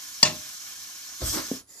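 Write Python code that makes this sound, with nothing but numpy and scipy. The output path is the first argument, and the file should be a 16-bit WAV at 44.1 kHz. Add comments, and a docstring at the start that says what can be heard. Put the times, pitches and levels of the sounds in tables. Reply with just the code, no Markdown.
"""A long, breathy hiss comes from a snake in a wooden, glass-fronted tank, close to the microphone.
A stick knocks once on the tank and makes it ring. The snake lunges with a forced hiss, slides over its
bedding, thumps the cabinet and lands with a dull plop. It stops for an instant, then draws air in with a
thinner hiss. Each hiss is air rushing through its windpipe opening. A heat lamp buzzes faintly."""
import sys
import numpy as np
from scipy import signal
from scipy.fft import rfft, irfft
from scipy.io import wavfile
from scipy.ndimage import uniform_filter1d

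SR = 44100
rng = np.random.default_rng(int(sys.argv[2]) if len(sys.argv) > 2 else 0)


def dump_mix(stems):
    """Bounce the given channels to the path in sys.argv[1] as a 16-bit WAV at rate SR."""
    frames = np.atleast_2d(stems).T  # one column per channel
    limited = np.clip(frames, -1, 1)  # hard clip at full scale
    pcm = np.round(limited * 32767).astype(np.int16)
    wavfile.write(sys.argv[1], SR, pcm)


N = 79380
TIME = np.arange(N) / SR
# Noise is built in short overlapping frames, HOP samples apart, at the frequencies HZ.
HOP = 256
FRAMES, HZ = N // HOP + 5, np.fft.rfftfreq(1024, 1 / SR)
FINE_HZ = np.fft.rfftfreq(N, 1 / SR)

# Ringing tones of stick and tank. Each row: pitch in Hz, relative level in dB, seconds to fade by 60 dB.
TANK_TONES = [(155.3, -13, 0.32), (283, -17, 0.38), (613, -8, 0.38), (916, -4, 0.093), (1065, -7, 0.19),
              (1260, -21.5, 0.29), (1810, -2, 0.14), (1905, -23, 0.095), (2645, -11.5, 0.33),
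              (2820, -4, 0.16), (3378, 1, 0.093), (3563, -12.5, 0.34), (4184, -4, 0.22), (4640, -12, 0.18),
              (4550, -24, 0.067), (5032, 14, .06), (5385, -6, 0.082), (6130, 1.5, 0.21), (7316, 0.5, 0.16)]


def amp(db):
    """Turns decibels into a gain."""
    return 10 ** (np.asarray(db) / 20)


def unit(x):
    """Scales a sound to an average power of 1."""
    return x / np.sqrt(np.mean(x ** 2) + 1e-20)


def read(points, hz):
    """Looks up a table between its rows, on a logarithmic frequency scale."""
    f, value = np.transpose(points)
    return np.interp(np.log(hz + 1), np.log(f + 1), value)


def level(points):
    """Gain that follows a level curve, silent before its first row."""
    s, db = np.transpose(points)
    return amp(np.interp(TIME, s, db, left=-np.inf))


def pan(db):
    """Left and right gains, with the left louder by db and the total power unchanged."""
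    gains = np.array([amp(db / 2), amp(-db / 2)]).reshape(2, -1)
    return gains / np.sqrt((gains ** 2).mean(0))


def add(mix, s, sound):
    """Mixes a sound in, starting at s seconds."""
    part = mix[:, round(s * SR):][:, :sound.shape[-1]]
    part += sound[..., :part.shape[1]]


def noise(db, side_db=0, lead=None):
    """Stereo noise with a level in dB for each frequency, partly alike on the left and right."""
    # How alike the two sides are. Each row: frequency in Hz, likeness from 0 to 1.
    likeness = [(100, 1), (500, 0.47), (1500, 0.73), (5000, 0.47), (8000, 0.26), (13000, 0.17)]
    # How far the left wave runs ahead of the right. Each row: frequency in Hz, lead in radians.
    usual_lead = [(100, 0.5), (900, 0.34), (1800, 1.5), (2500, 1), (3500, 1.5), (4300, 1.18), (5200, 1.04),
                  (6400, -0.24), (7400, 2), (9500, 1.5), (10500, 4.4), (13500, 5.5)]
    lag = np.exp(-1j * read(usual_lead if lead is None else lead, HZ))
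    same = np.clip(read(likeness, HZ), 0, 1)
    a, b, c, d = rng.standard_normal((4, FRAMES, len(HZ)))
    left = a + 1j * b
    right = (same * left + np.sqrt(1 - same ** 2) * (c + 1j * d)) * lag
    spectra = np.array([left, right]) * amp(db) * pan(side_db)[:, None]
    return signal.istft(spectra.swapaxes(1, 2), nperseg=1024, noverlap=1024 - HOP)[1][:, :N]


def hiss(colour, peaks_share, side_db):
    """Swirling air from the windpipe opening, wavering and coloured by the tank's standing waves."""
    # Narrow bands that the tank lifts or cuts. Each row: centre in Hz, width in Hz, full lift in dB.
    resonances = [(3550, 95, 8), (4090, 65, 1.5), (4873, 210, 6.5), (5090, 160, 8), (5390, 360, 13),
                  (5500, 110, -12.5), (6210, 150, 8)]
    # Stereo balance before side_db is added. Each row: frequency in Hz, left minus right in dB.
    balance = [(150, 14), (450, 1), (740, -8.5), (1220, -2.5), (2000, 2), (3000, 9.5), (4900, 6.5),
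               (5700, 10), (6500, -8), (9000, 0), (11000, 0), (14000, 2.5)]
    ripple_db, ripple_hz, flicker_db = 5.5, 70, 0.5
    patches_db = uniform_filter1d(rng.standard_normal((FRAMES, len(HZ))), size=10, axis=0)
    patches_db = unit(uniform_filter1d(patches_db, size=14, axis=1))
    flicker = unit(uniform_filter1d(rng.standard_normal((FRAMES, 1)), size=3, axis=0))
    peaks_db = sum(db / (1 + (2 * (HZ - hz) / width) ** 2) for hz, width, db in resonances)
    air_db = read(colour, HZ) + peaks_share * peaks_db + patches_db - flicker_db * flicker
    air = noise(air_db, read(balance, HZ) + side_db)
    # Standing waves: random peaks and dips across the frequencies, different on each side.
    bumps = rng.standard_normal((2, len(HZ)))
    ripple = np.array([np.interp(FINE_HZ / ripple_hz, np.arange(len(HZ)), side) for side in bumps])
    return unit(irfft(rfft(air) * amp(ripple_db * ripple), N))


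def hiss_out():
    """The snake pushes air out in one long hiss."""
    # Loudness of the breath. Each row: time in seconds, level in dB.
    loudness = [(0, -39.5), (.2, -39.5), (.45, -38.5), (.6, -39.5), (.88, -40.5), (1.19, -40.5),
                (1.26, -36.5), (1.44, -35.5), (1.56, -39), (1.6, -46), (1.64, -62.5), (1.67, -71)]
    # Its tone colour. Each row: frequency in Hz, relative level in dB.
    colour = [(40, -23), (130, -18.5), (270, -14), (400, -17.5), (560, -22), (700, -4), (950, -23),
              (1060, -7.5), (1170, -14.5), (1600, -6.5), (2050, -13), (3000, -8), (5000, -4.5), (6600, -2),
              (8600, -12.5), (11500, -9.5), (12600, -5), (14500, -21.5)]
    return level(loudness) * hiss(colour, peaks_share=0.68, side_db=-1.7)


def lamp():
    """The dimmed heat lamp ticks at twice the mains rate; each tick is a short falling whine."""
    ticks_per_s, tick_s, centre_hz, fall_hz_per_s = 100, 0.002, 10260, 130000
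    t = (TIME * ticks_per_s % 1 - 0.5) / ticks_per_s  # seconds from the middle of each tick
    whine = np.sin(2 * np.pi * (centre_hz - fall_hz_per_s * t / 2) * t)
    return amp(-61.5) * pan(db=-9.5) * unit(np.exp(-(t / tick_s) ** 2) * whine)


def room():
    """Faint, steady room noise."""
    # Tone colour of the room. Each row: frequency in Hz, relative level in dB.
    colour = [(25, -42), (60, -36), (130, -26), (320, -20), (700, -16), (1500, -23), (6000, -14),
              (14500, -20)]
    return amp(-70) * unit(noise(read(colour, HZ)))


def fading_tone(hz, db, fade_s, rise_s, phase=0):
    """One vibration of a struck object: it rises quickly and loses 60 dB every fade_s seconds."""
    wave = np.sin(2 * np.pi * hz * TIME + phase)
    return amp(db - 60 * TIME / fade_s) * wave * (1 - np.exp(-TIME / rise_s))


def tank_lift(db, width_hz=75):
    """The boost in dB that the tank gives to noise near its ringing tones."""
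    return db * np.max([1 / (1 + (2 * (HZ - row[0]) / width_hz) ** 2) for row in TANK_TONES], axis=0)


def room_tail(colour, rise_s, side_db, tank_db=0):
    """Sound lingering in the room after a hit; the treble dies first."""
    # How long the room rings. Each row: frequency in Hz, seconds to fade by 60 dB.
    fade_times = [(60, 0.41), (250, 0.42), (600, 0.29), (1500, 0.2), (5000, 0.23), (12000, 0.18)]
    frame_s = np.arange(FRAMES)[:, None] * HOP / SR
    wash = noise(read(colour, HZ) + tank_lift(tank_db) - 60 * frame_s / read(fade_times, HZ), side_db)
    return wash / wash[:, :SR // 50].std() * (1 - np.exp(-TIME / rise_s))


def knock():
    """The stick chatters on the tank, heard as one knock: sharp cracks, ringing and the room's answer."""
    # Contacts of the stick. Each row: start in seconds, relative level in dB.
    contacts = [(0.2279, -2.5), (.229, 3.5), (0.2309, 0), (0.2355, -6)]
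    # Tone colours of a crack and of the room's answer. Each row: frequency in Hz, relative level in dB.
    crack_colour = [(25, -42), (70, -33), (180, -9.5), (400, -12), (600, -7), (900, -7.5), (1450, -17),
                    (1850, -4), (2250, -9), (2800, -7), (3900, -11), (4500, 1), (5400, 2), (6500, -5.5),
                    (7400, -1.5), (9000, -14), (11500, -24), (15000, -33)]
    tail_colour = [(30, -18), (70, -7), (140, 0), (300, 0), (480, -6.5), (650, 0.5), (1150, -2.5),
                   (1450, -4), (1850, 1), (2300, 0), (2700, 1.5), (3200, -2.5), (5300, 0), (7300, -3),
                   (9500, -13.5), (14000, -47)]
    # Stereo balance of the knock. Each row: frequency in Hz, left minus right in dB.
    balance = [(200, 0), (600, -3), (1000, 0), (1900, 4), (2800, 6), (4100, 4), (4900, 8), (6000, 2),
               (7300, -5), (9000, -2), (13000, 4)]
    # How far the left wave runs ahead of the right. 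Each row: frequency in Hz, lead in radians.
    lead = [(100, 0), (600, 0), (1000, 0.9), (2000, 1.47), (3400, 1.1), (4500, 2), (5500, 3), (7300, 3.5),
            (12000, 3)]
    crack_db, ring_db, tail_db = -9, -21.5, -22.5
    crack_rise_s, crack_fade_s, tail_delay_s = 0.00076, 0.036, 0.021
    out = np.zeros((2, N))
    fade = amp(-60 * TIME / crack_fade_s) * (1 - np.exp(-TIME / crack_rise_s))
    for s, db in contacts:
        crack = unit(noise(read(crack_colour, HZ) + tank_lift(db=8.5), read(balance, HZ), lead))
        add(out, s, amp(crack_db + db) * fade * crack)
    hardest_s = max(contacts, key=lambda row: row[1])[0]
    for hz, db, fade_s in TANK_TONES:
        phases = rng.uniform(0, 2 * np.pi) - np.array([[0], [read(lead, hz)]])
        ring = fading_tone(hz, db, fade_s, rise_s=0.00056, phase=phases)
        add(out, hardest_s, amp(ring_db) * pan(read(balance, hz)) * ring)
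    tail = room_tail(tail_colour, rise_s=0.00091, side_db=0, tank_db=5)
    add(out, hardest_s + tail_delay_s, amp(tail_db) * tail)
    return out


def snap():
    """A thin, bright snap of treble, like the microphone overloading at the knock's peak."""
    start_s, fade_s, lowest_hz = 0.2312, 0.0056, 10500
    out = np.zeros((2, N))
    treble_only = signal.butter(3, lowest_hz, "high", fs=SR, output="sos")
    fizz = unit(signal.sosfilt(treble_only, rng.standard_normal((2, N))))
    add(out, start_s, amp(-14.5 - 60 * TIME / fade_s) * fizz)
    return out


def lunge_hiss():
    """The snake forces out a louder burst of air as it lunges."""
    # Loudness of the burst. Each row: time in seconds, level in dB.
    loudness = [(1.19, -50), (1.22, -41.5), (1.265, -29), (1.31, -29.5), (1.35, -28), (1.39, -35),
                (1.44, -53), (1.52, -42.5), (1.58, -52), (1.63, -67)]
    # Its tone colour. 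Each row: frequency in Hz, relative level in dB.
    colour = [(200, -45), (600, -24), (1500, -18), (2400, -24), (2750, -16), (3300, -3), (3900, -10),
              (4700, -3), (6200, -0.5), (7500, -1.5), (9500, -6.5), (11300, -9.5), (12400, -1),
              (14500, -16.5)]
    return level(loudness) * hiss(colour, peaks_share=0.14, side_db=-2)


def slide():
    """The body rubs over the bedding and makes the cabinet floor shudder."""
    # Loudness of the rubbing and of the low shudder. Each row: time in seconds, level in dB.
    rub_loudness = [(1.2, -53), (1.22, -36), (1.25, -42.5), (1.275, -37), (1.31, -50.5), (1.345, -33.5),
                    (1.385, -31), (1.42, -38.5), (1.46, -49.5), (1.6, -55.5), (1.66, -66.5), (1.8, -69)]
    shudder_loudness = [(1.21, -70), (1.225, -34), (1.28, -40.5), (1.32, -44), (1.42, -58), (1.55, -59.5),
                        (1.65, -66), (1.8, -79)]
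    # Their tone colours. Each row: frequency in Hz, relative level in dB.
    rub_colour = [(60, -17), (190, -11), (300, 2.5), (460, -10), (580, -6.5), (780, -14), (1050, -8),
                  (1400, -10), (2200, -15), (2700, -20.5), (4800, -11.5), (8000, -44)]
    shudder_colour = [(25, -28), (45, 5), (70, 0.5), (110, -3), (170, -12), (300, -32), (1000, -60)]
    rub = unit(noise(read(rub_colour, HZ), side_db=-0.5))
    shudder = unit(irfft(rfft(rng.standard_normal(N)) * amp(read(shudder_colour, FINE_HZ)), N))
    return level(rub_loudness) * rub + level(shudder_loudness) * shudder


def thumps():
    """The lunging body bumps the cabinet, which rings with low tones."""
    # Soft blows of the body. Each row: start in seconds, level in dB.
    blows = [(1.213, -47), (1.2185, -28.5), (1.2365, -36.5), (1.279, -48)]
    # The cabinet's tones. Each row: pitch in Hz, relative level in dB, seconds to fade by 60 dB.
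    tones = [(56, -16, 0.28), (69.9, -1.5, 0.32), (115.6, -0.5, 0.27), (240, -7, 0.11), (330, -4, 0.045),
             (521, 0, 0.074), (619, -7.5, 0.13)]
    out = np.zeros((2, N))
    ring = sum(fading_tone(*row, rise_s=0.00096) for row in tones)
    for s, db in blows:
        add(out, s, amp(db) * ring)
    return out


def plop():
    """The snake lands with a soft, hollow sound that echoes off the walls."""
    # Tones of the landing. Each row: pitch in Hz, relative level in dB, seconds to fade by 60 dB.
    tones = [(226, -15, .03), (265, 4.5, 0.032), (266, -15, 0.2), (385, 7, 0.015), (496, -17, 0.021),
             (646, -16, 0.037)]
    # Echoes from the walls. Each row: delay in seconds, relative level in dB.
    echoes = [(0.0213, -14), (0.0332, -20), (.053, -24)]
    # Tone colour of the room's answer. Each row: frequency in Hz, relative level in dB.
    tail_colour = [(50, -21), (150, -8), (280, -7), (420, -7.5), (650, -16), (1400, -42), (5000, -67)]
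    start_s, band_hz = 1.5141, [162, 730]
    out = np.zeros((2, N))
    ring = amp(-19.5) * sum(fading_tone(*row, rise_s=0.00088) for row in tones)
    ring = signal.sosfilt(signal.butter(2, band_hz, "band", fs=SR, output="sos"), ring)
    add(out, start_s, ring)
    for delay_s, db in echoes:
        add(out, start_s + delay_s, amp(db) * ring)
    add(out, start_s, amp(-43) * room_tail(tail_colour, rise_s=0.0033, side_db=6))
    return out


def hiss_in():
    """The snake draws air back in with a thinner hiss."""
    # Loudness of the breath. Each row: time in seconds, level in dB.
    loudness = [(1.66, -73), (1.68, -56.5), (1.705, -49), (1.75, -47), (1.8, -45)]
    # Its tone colour. Each row: frequency in Hz, relative level in dB.
    colour = [(100, -39), (300, -20), (2700, -24), (4000, -21), (5200, -13.5), (6300, -15), (6850, -3.5),
              (7400, -11), (8200, -18), (9800, -18), (12300, -19), (14500, -26)]
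    return level(loudness) * hiss(colour, peaks_share=0.15, side_db=-3)


def scene():
    """All the sounds together at the microphone."""
    return (hiss_out() + lamp() + room() + knock() + snap()
            + lunge_hiss() + slide() + thumps() + plop() + hiss_in())


def record(dry):
    """Cuts the deepest bass, turns quiet moments down, clips at full scale and cuts the top treble."""
    low_hz, high_hz = 40, 14650
    quiet_db, cut_db_per_db, deepest_db = -50, 0.63, -9
    x = signal.sosfilt(signal.butter(3, low_hz, "high", fs=SR, output="sos"), dry)
    power = abs(uniform_filter1d((x ** 2).mean(0), size=882))  # averaged over 20 ms
    power_db = 10 * np.log10(power + 1e-12)
    gain_db = np.clip(cut_db_per_db * (power_db - quiet_db), deepest_db, 0)
    clipped = np.clip(x * amp(gain_db), -1, 1)
    treble_cut = signal.firwin(511, high_hz, window=("kaiser", 9), fs=SR)
    return signal.oaconvolve(clipped, treble_cut[None], "same")


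dry = scene()
out = record(dry)
dump_mix(out)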